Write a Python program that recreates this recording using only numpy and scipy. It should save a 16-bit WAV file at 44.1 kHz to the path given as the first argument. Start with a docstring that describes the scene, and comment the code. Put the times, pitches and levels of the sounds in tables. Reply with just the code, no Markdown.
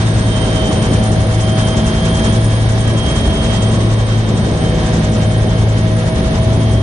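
"""Hovering helicopter, door open

Inside a two-blade helicopter the governor hunts slowly, so every pitch sways. The tail rotor hum beats
against a drive tone, and downwash roars in with a thud and a swish for each blade. Gear tones swell and
fade, the pinion whines and the compressor whistles. Midway a body moves in front of the microphone and
shades the treble; gain control ducks the roar on every beat of the hum."""
import sys
import numpy as np
from scipy import signal
from scipy.fft import rfft, irfft
from scipy.io import wavfile

SR = 44100
rng = np.random.default_rng(int(sys.argv[2]) if len(sys.argv) > 2 else 0)


def log_audio(samples):
    """Write samples as a 16-bit WAV file to the path given in sys.argv[1]."""
    # one column per channel
    frames = np.atleast_2d(samples).T
    # limit to full scale, then quantise
    limited = np.clip(frames, -1, 1)
    pcm = np.round(limited * 32767).astype(np.int16)
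    wavfile.write(sys.argv[1], SR, pcm)


N = 300982
T = np.arange(N) / SR
FREQ = np.maximum(np.arange(N // 2 + 1) * SR / N, 1)
BLADE_HZ, TAIL_HZ, PINION_HZ = 10.695, 54.84, 3160.6  # at nominal rotor speed


def undb(db):
    """Decibels to amplitude ratio."""
    return 10 ** (np.asarray(db) / 20)


def curves(table):
    """Linear interpolation of each column of a timed table, sample by sample."""
    times, *columns = np.transpose(table)
    return [np.interp(T, times, column) for column in columns]


def across(points, at=FREQ):
    """Interpolation of a table on a log-frequency axis."""
    hz, value = np.transpose(points)
    return np.interp(np.log(at), np.log(hz), value)


def unit(x):
    """Normalisation to rms 1."""
    return x / np.sqrt(np.mean(x ** 2))


def walk(rate_hz):
    """Low-passed Gaussian noise: smooth random motion of rms 1."""
    lowpass = np.exp(-(np.arange(len(FREQ)) * SR / N / rate_hz) ** 2)
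    return unit(irfft(rfft(rng.standard_normal(N)) * lowpass, N))


def scatter(rate_hz, count=1024):
    """Multipath fading: cabin reflections sum to a drifting complex gain of rms 1."""
    hz = (np.arange(count) - count // 2) * SR / N
    lines = (rng.standard_normal(count) + 1j * rng.standard_normal(count)) / (1 + (hz / rate_hz) ** 2)
    gain = np.fft.ifft(np.fft.ifftshift(lines))
    gain /= np.sqrt(np.mean(abs(gain) ** 2))
    return np.interp(np.arange(N) * count / N, np.arange(count), gain)


# Likeness of the two microphone ports. Each row: frequency in Hz, coherence from 0 to 1.
COHERENCE = [(40, .96), (100, .978), (170, .962), (250, .92), (350, .85), (600, .75), (1100, .47),
             (1500, .2), (1900, .38), (2400, .25), (3900, .17), (4800, .06), (6500, .1)]
# Phase between the ports. Each row: frequency in Hz, lead of the left in radians.
PHASE_LEAD = [(30, .13), (110, .08), (240, 0), (500, -.4), (640, -.8), (780, -.35), (1100, -.55),
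              (1500, -1.4), (1900, -3.4), (2500, -5.4), (3200, -6.8), (4200, -8.5), (6300, -12.3),
              (8000, -15.7), (10000, -19)]
def ports(hz):
    """Spatial coherence: long waves reach both ports alike but shifted in phase, short ones unrelated."""
    return across(COHERENCE, hz), np.exp(1j * across(PHASE_LEAD, hz) * np.array([[1], [0]]))


def air_noise(spectrum):
    """Partly coherent noise of rms 1: a coloured sum of shared and independent parts."""
    shared, own = rfft(rng.standard_normal(N)), rfft(rng.standard_normal((2, N)))
    alike, shift = ports(FREQ)
    field = np.sqrt(alike) * shared * shift + np.sqrt(1 - alike) * own
    return unit(irfft(field * undb(across(spectrum)), N))


def tone(turns, hz, blur, rate_hz):
    """Superposition of a direct tone and reflections blur times as strong, with rms near 1."""
    alike, shift = ports(hz)
    shared, own = scatter(rate_hz), np.array([scatter(rate_hz), scatter(rate_hz)])
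    echo = np.sqrt(alike) * shared + np.sqrt(1 - alike) * own
    wave = np.exp(2j * np.pi * turns) * shift * (1 + blur * echo)
    return wave.real * np.sqrt(2 / (1 + blur ** 2))


# Tail hum. Each row: harmonic number, level in dB, gain at top speed in dB, blur as a ratio.
TAIL_HARMONICS = [(1, -28.5, -0.5, 0.2), (2, -19, 2.5, 0.57), (5, -38, 2, 0.9), (7, -38, 4, 0.6)]
# The third and fourth harmonics swell and fade. Each row: time in seconds, level in dB.
TAIL_THIRD = [(0.0, -25), (.6, -24), (.9, -24), (1.3, -24), (1.7, -28), (2.04, -17.5), (2.3, -23.5),
              (2.8, -34), (3.6, -36), (3.9, -27), (4.3, -24.5), (4.8, -20), (5.3, -19.5), (5.68, -23),
              (6.0, -19.5), (6.45, -24), (6.82, -29)]
TAIL_FOURTH = [(0.0, -21), (0.35, -31.5), (0.72, -22.5), (1.08, -17.5), (1.33, -36), (1.56, -26),
               (1.8, -16.5), (2.1, -25.5), (2.3, -21), (2.54, -24), (2.7, -38.5), (2.94, -20), (3.2, -27.5),
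               (3.65, -18), (3.9, -29.5), (4.1, -26), (4.35, -19.5), (4.66, -32), (4.85, -24.5),
               (5.12, -18.5), (5.36, -24.5), (5.68, -27), (6.0, -21), (6.4, -24.5), (6.65, -21),
               (6.82, -23)]
# Times in seconds at which the drive tone and the second harmonic cancel and add up in turn.
BEAT_TIMES = [-.85, -.05, .65, 1.35, 2.02, 2.72, 3.26, 3.78, 4.85, 5.65, 6.32, 6.75, 7.5]
def tail_rotor(clock, sway, drive_db=-16.5):
    """Beating: the second harmonic of the tail rotor interferes with a drive tone just below it."""
    turns = TAIL_HZ * clock + .42  # starts nearly opposed to the thud's fifth harmonic
    hum = sum(undb(db + speed_db * sway) * tone(k * turns, k * TAIL_HZ, blur, rate_hz=3.6)
              for k, db, speed_db, blur in TAIL_HARMONICS)
    overtones = sum(undb(curves(levels)[0]) * tone(k * turns, k * TAIL_HZ, blur=.15, rate_hz=3)
                    for k, levels in ((3, TAIL_THIRD), (4, TAIL_FOURTH)))
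    lag = np.interp(T, BEAT_TIMES, np.arange(len(BEAT_TIMES)) / 2)  # one cycle per beat
    drive = undb(drive_db) * tone(2 * turns - lag, 2 * TAIL_HZ, blur=.06, rate_hz=2)
    return hum + overtones - drive


# Blade thud. Each row: harmonic number, level in dB.
THUD_HARMONICS = [(3, -37), (4, -27.5), (5, -31), (6, -49), (7, -26), (8, -33.5), (9, -35)]
# Gusts at the door. Each row: time in seconds, relative strength in dB.
DOOR_GUSTS = [(0, -25.5), (.7, -24.5), (1.0, -15), (1.7, -18.5), (2.9, -22.5), (3.25, -8.5), (3.6, -31.5),
              (4.6, -36), (5.3, -16), (5.8, -22), (6.2, -19), (6.8, -7.5)]
# Their buffeting. Each row: frequency in Hz, relative density in dB.
BUFFET_SPECTRUM = [(6, -52), (18, -34.5), (28, -21), (42, 3), (60, 27.5), (85, 30), (110, 3), (170, -57)]
def main_rotor(clock):
    """Loading noise: blades thud at harmonics of their passing rate, harder as gusts buffet the door."""
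    gust_db = curves(DOOR_GUSTS)[0]
    load_db = .18 * (gust_db - gust_db.mean())
    thud = sum(undb(db + load_db) * tone(k * BLADE_HZ * clock, k * BLADE_HZ, blur=.55, rate_hz=1.1)
               for k, db in THUD_HARMONICS)
    buffet = undb(gust_db - 9 + 2.4 * walk(6.6)) * air_noise(BUFFET_SPECTRUM)
    return thud + buffet


def blade_wake(clock):
    """Periodic wakes: each arrives, holds and ebbs, while turbulence varies its timing and strength."""
    angle = 2 * np.pi * (BLADE_HZ * clock + .055 * walk(8))
    pulse = np.tanh(1.5 * np.cos(angle + .3 * np.cos(angle)) + .35)
    return pulse * (1 + .07 * walk(6))


# Downwash rumble. Each row: frequency in Hz, relative density in dB.
WASH_SPECTRUM = [(18, -21), (45, -4.5), (100, -3), (135, -1), (190, -1), (250, -7), (360, -8), (460, -11),
                 (600, -12), (800, -18.5), (1300, -44.5), (3000, -73)]
def downwash(wake, level_db=-16.5, throb_db=.5):
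    """Turbulent flow noise: a low rumble that swells between the wakes."""
    return undb(level_db + 1.03 * walk(7.6) - throb_db * wake) * air_noise(WASH_SPECTRUM)


# Harder wakes. Each row: time of the peak in seconds, change of the roar in dB.
WAKE_SLAPS = [(1.03, -0.5), (1.595, 4), (2.25, 2), (2.43, -1), (3.54, 4.5), (4.111, 3), (5.78, 3.5),
              (6.352, 3)]
def wake_slaps(width_s=.021):
    """Transient modulation: wakes slap into the doorway, each a Gaussian pulse of level in dB."""
    return sum(db * np.exp(-((T - peak_s) / width_s) ** 2) for peak_s, db in WAKE_SLAPS)


# Exhaust roar. Each row: frequency in Hz, relative density in dB.
EXHAUST_SPECTRUM = [(250, -15.5), (600, 3), (1000, 7), (1450, 2.5), (1900, 3), (2500, -2), (3200, 1),
                    (3800, -0.5), (4600, -4), (6500, -7.5), (7600, -52.5), (9000, -74), (11000, -43)]
def exhaust(wake, gust, slap_db, shade, level_db=-25.5, shade_db=-3):
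    """Jet noise: a broad roar shaken by turbulence and by the wakes."""
    shake_db = 1.5 * gust + .6 * wake + slap_db
    return undb(level_db + shade_db * shade + shake_db) * air_noise(EXHAUST_SPECTRUM)


# Tooth rates of the strong gear meshes, in Hz at nominal speed.
MESH_HZ = [497.3, 641.65, 763.1, 1633.8, 2213.9, 3715.8, 5013]
# One table for each mesh. Each row: time in seconds, level in dB.
MESH_LEVELS = [
    [(0.0, -55), (0.44, -32), (2.36, -34), (3.44, -40), (3.68, -38), (4.82, -29.5), (5.78, -37),
     (6.02, -31), (6.82, -58)],
    [(0.0, -34.5), (0.62, -25), (0.86, -26.5), (1.76, -25.5), (2.8, -29), (3.1, -32.5), (3.3, -29),
     (3.7, -28.5), (4.04, -36), (4.28, -35), (4.88, -28.5), (5.72, -26.5), (6.42, -24.5), (6.82, -26.5)],
    [(0.0, -40.5), (0.98, -31), (1.64, -34), (2.48, -42), (2.72, -35.5), (4.04, -41.5), (5.06, -35),
     (5.72, -40), (6.44, -50), (6.82, -44)],
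    [(0.0, -36), (0.86, -41), (2.54, -35), (3.8, -45.5), (4.58, -40), (6.2, -37.5), (6.82, -53)],
    [(0.0, -51), (0.68, -53), (1.16, -42), (2.66, -42.5), (3.08, -46), (6.08, -41.5), (6.82, -45)],
    [(0, -41), (.55, -39.5), (1.1, -57), (1.9, -47), (2.8, -45), (4.25, -42.5), (4.8, -48), (6.8, -50)],
    [(0.0, -51), (0.38, -54), (1.34, -54), (2.48, -49), (3.8, -60), (6.82, -66)],
]
def gear_meshes(clock):
    """Periodic tooth contact: each mesh sounds a tone locked to the rotor speed."""
    return sum(undb(curves(levels)[0]) * tone(hz * clock + rng.random(), hz, blur=.31, rate_hz=17)
               for hz, levels in zip(MESH_HZ, MESH_LEVELS))


# Pinion whine. Each row: time in seconds, left and right levels in dB, lead of the left in radians.
PINION_FIELD = [(0, -43, -41, 1), (.2, -50, -44, 0), (.32, -50, -26.5, .5), (.44, -47, -26.5, 2),
                (.58, -31.5, -25.5, 1.5), (.7, -31, -32, 2.1), (.84, -33.5, -33.5, 1.7), (.9, -39, -35, .8),
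                (.97, -35, -34, .8), (1.2, -42, -43, -.8), (1.28, -34, -39, -1.4), (1.35, -44, -38, -1.7),
                (1.47, -30.5, -30, 0), (2.2, -30, -31, -.9), (2.3, -50, -32, -.5), (2.45, -38, -37.5, -1),
                (2.54, -32, -38, -1.1), (2.7, -38, -40, -2.8), (2.87, -35.5, -29, -2.6),
                (3.06, -29.5, -25.5, -1.4), (3.22, -35, -28.5, -2.9), (3.31, -30, -27.5, -1.9),
                (3.4, -30, -29, -3.1), (3.55, -34, -27.3, -2.7), (3.76, -37.5, -36, -1.5),
                (3.88, -37, -42, -2.3), (4.12, -45, -32.5, -.3), (4.52, -48, -44, 0),
                (4.64, -35.5, -37, -.5), (4.84, -37, -37.5, -1.1), (5.03, -48, -48, 0),
                (5.2, -35.5, -47, -.3), (5.56, -32.5, -48, -1.1), (5.68, -37, -44, -2.6),
                (5.84, -40, -38, -1.7), (6.05, -48, -46, -2.4), (6.2, -41, -40, -2.8),
                (6.55, -36.5, -41, -2.4), (6.68, -33.5, -43, 0), (6.82, -31.5, -38, .8)]
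def pinion(clock):
    """Standing waves: the input pinion's thin, fluttering whine differs at each port."""
    left_db, right_db, lead = curves(PINION_FIELD)
    flutter = .96 + .4 * np.array([scatter(20), scatter(20)])
    phase = 2 * np.pi * PINION_HZ * clock + np.array([lead, -lead]) / 2
    return np.sqrt(2) * undb([left_db, right_db]) * (flutter * np.exp(1j * phase)).real


# Weaker gear tones. Each row: frequency in Hz at nominal speed, level in dB.
WEAK_GEARS = [(63.2, -26.5), (119.7, -30), (137.4, -30.5), (267.8, -39.5), (364, -38), (994.6, -44.5),
              (1090, -44.5), (1526.2, -66), (1732.1, -57), (1794, -42), (1857.2, -46), (1920.5, -42.5),
              (1981.1, -56), (3652.6, -47.5), (3896.2, -50.5)]
def weak_gears(clock, sway, speed_db=.5):
    """Shaft tones and sidebands: many are spaced by the 63 Hz rotation of the pinion shaft."""
    tones = sum(undb(db) * tone(hz * clock + rng.random(), hz, blur=1, rate_hz=1.94)
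                for hz, db in WEAK_GEARS)
    return undb(speed_db * sway) * tones


# Blade hiss. Each row: frequency in Hz, relative density in dB.
SWISH_SPECTRUM = [(1500, -1.5), (3000, -16), (4000, -26.5), (4800, -6), (5700, 3), (6700, 1.5), (7600, 0),
                  (9100, -3), (9700, -11.5), (10200, -14)]
def blade_swish(wake, gust, slap_db, shade, level_db=-33, shade_db=-6, depth_db=7, flutter_db=4):
    """Amplitude modulation: a hiss surges under each passing blade and flutters with the eddies."""
    eddies = np.tanh(walk(50))
    surge = unit(undb(depth_db * wake + 1.4 * gust + flutter_db * eddies + .4 * slap_db))
    return undb(level_db + shade_db * shade) * surge * air_noise(SWISH_SPECTRUM)


# The gas generator sways a quarter cycle ahead of the rotor. Each row: time in seconds, rate in Hz.
SHAFT_SPEED = [(0.0, 547.4), (0.32, 548.9), (0.62, 554.2), (1.28, 569.7), (1.52, 572.8), (2.18, 570.5),
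               (2.48, 567.2), (3.74, 548.0), (4.1, 546.0), (4.58, 548.2), (4.82, 551.4), (5.54, 567.8),
               (5.84, 571.8), (6.02, 574.0), (6.32, 574.5), (6.82, 568.0)]
# Turbine tones, the compressor blade tone last. Each row: shaft multiple, relative level in dB.
TURBINE_TONES = [(10, -21), (12, -17.5), (16, -4)]
# A soft whistle just above the pinion. Each row: time in seconds, level in dB.
WHISTLE_LEVELS = [(0, -48), (.9, -49), (1.2, -46), (1.6, -43), (2.5, -39.5), (2.7, -47), (5.2, -55),
                  (5.5, -43), (5.8, -53), (6.82, -46)]
def turbine(shade, level_db=-34.5, shade_db=-7.5, jitter_hz=.7, skirt_hz=240, skirt_db=-1.5):
    """Spectral broadening: amid shaft tones, intake turbulence spreads the blade tone into a hiss."""
    shaft_hz = curves(SHAFT_SPEED)[0] + jitter_hz * walk(13.75)
    turns, hz = np.cumsum(shaft_hz) / SR, np.mean(shaft_hz)
    tones = sum(undb(db) * tone(k * turns, k * hz, blur=1.1, rate_hz=14) for k, db in TURBINE_TONES)
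    whistle = undb(curves(WHISTLE_LEVELS)[0]) * tone(6 * turns, 6 * hz, blur=.5, rate_hz=10)
    eddies = unit(irfft(rfft(rng.standard_normal((2, 2, N))) / (1 + (FREQ / skirt_hz) ** 2), N))
    blade_phase = 2 * np.pi * TURBINE_TONES[-1][0] * turns
    skirt = eddies[0] * np.cos(blade_phase) + eddies[1] * np.sin(blade_phase)
    gain = undb(level_db + shade_db * shade + 2 * walk(35) + .87 * walk(4.4))
    return whistle + gain * (tones + undb(skirt_db) * skirt)


# The governor's hunting. Each row: time in seconds, rotor speed as a share of nominal.
ROTOR_SPEED = [(0.0, 0.9978), (0.5, 0.9906), (0.86, 0.9897), (1.04, 0.9912), (2.24, 1.0069), (2.66, 1.0109),
               (3.14, 1.0131), (3.56, 1.0101), (3.8, 1.0071), (4.58, 0.9933), (4.82, 0.9914),
               (5.12, 0.9901), (5.42, 0.9906), (5.66, 0.9926), (6.5, 1.0066), (6.82, 1.0106)]
# Acoustic shadow of a body between door and microphone. 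Each row: time in seconds, shade from 0 to 1.
BODY_SHADE = [(.7, 0.27), (1.7, 0.3), (2.3, 0.02), (2.8, 0.37), (3.2, 0.32), (3.5, 0.4), (3.75, 0.35),
              (4.3, 1), (4.8, 0.72), (5.6, 1), (6.3, 0.87), (6.8, 0.85)]
def scene():
    """Superposition: all sources add, and those geared to the rotor share one clock."""
    speed, shade = curves(ROTOR_SPEED)[0], curves(BODY_SHADE)[0]
    clock = np.cumsum(speed) / SR
    sway = 2 * (speed - speed.min()) / np.ptp(speed) - 1  # -1 at the slowest, 1 at the fastest
    engine = turbine(shade)
    rotors = main_rotor(clock) + tail_rotor(clock, sway)
    gearbox = gear_meshes(clock) + pinion(clock) + weak_gears(clock, sway)
    wake, gust, slap_db = blade_wake(clock), np.tanh(walk(24)), wake_slaps()
    roar = downwash(wake) + exhaust(wake, gust, slap_db, shade)
    return rotors + roar + gearbox + blade_swish(wake, gust, slap_db, shade) + engine


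def gain_control(x, hold_db=-12, ratio=2.56, react_s=.12):
    """Compression: gain falls as the running level rises above the held level, and rises below it."""
    step = 1 / (react_s * SR)
    excess = np.mean(x ** 2, axis=0) / undb(hold_db) ** 2 - 1
    level = np.sqrt(1 + signal.lfilter([step], [1, step - 1], excess))
    return x * level ** (1 / ratio - 1)


# Colour of the ports. Each row: frequency in Hz, left minus right level in dB.
PORT_BALANCE = [(60, .1), (110, 1), (340, .5), (620, -.6), (800, -2.6), (1050, -3), (1900, -2),
                (3200, -1.5), (4000, .5), (5000, 3.5), (6000, 3), (7200, 0), (9000, -4.6)]
def record(dry, ceiling=.96, top_hz=10300):
    """Filtering and saturation: ports colour the sound, gain rides it, peaks round off, the top is cut."""
    colour = undb(across(PORT_BALANCE) * np.array([[.5], [-.5]]))
    levelled = gain_control(irfft(rfft(dry) * colour, N))
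    rounded = levelled / (1 + (levelled / ceiling) ** 6) ** (1 / 6)
    return signal.sosfilt(signal.ellip(10, .2, 80, top_hz, fs=SR, output="sos"), rounded)


dry = scene()
out = record(dry)
log_audio(out)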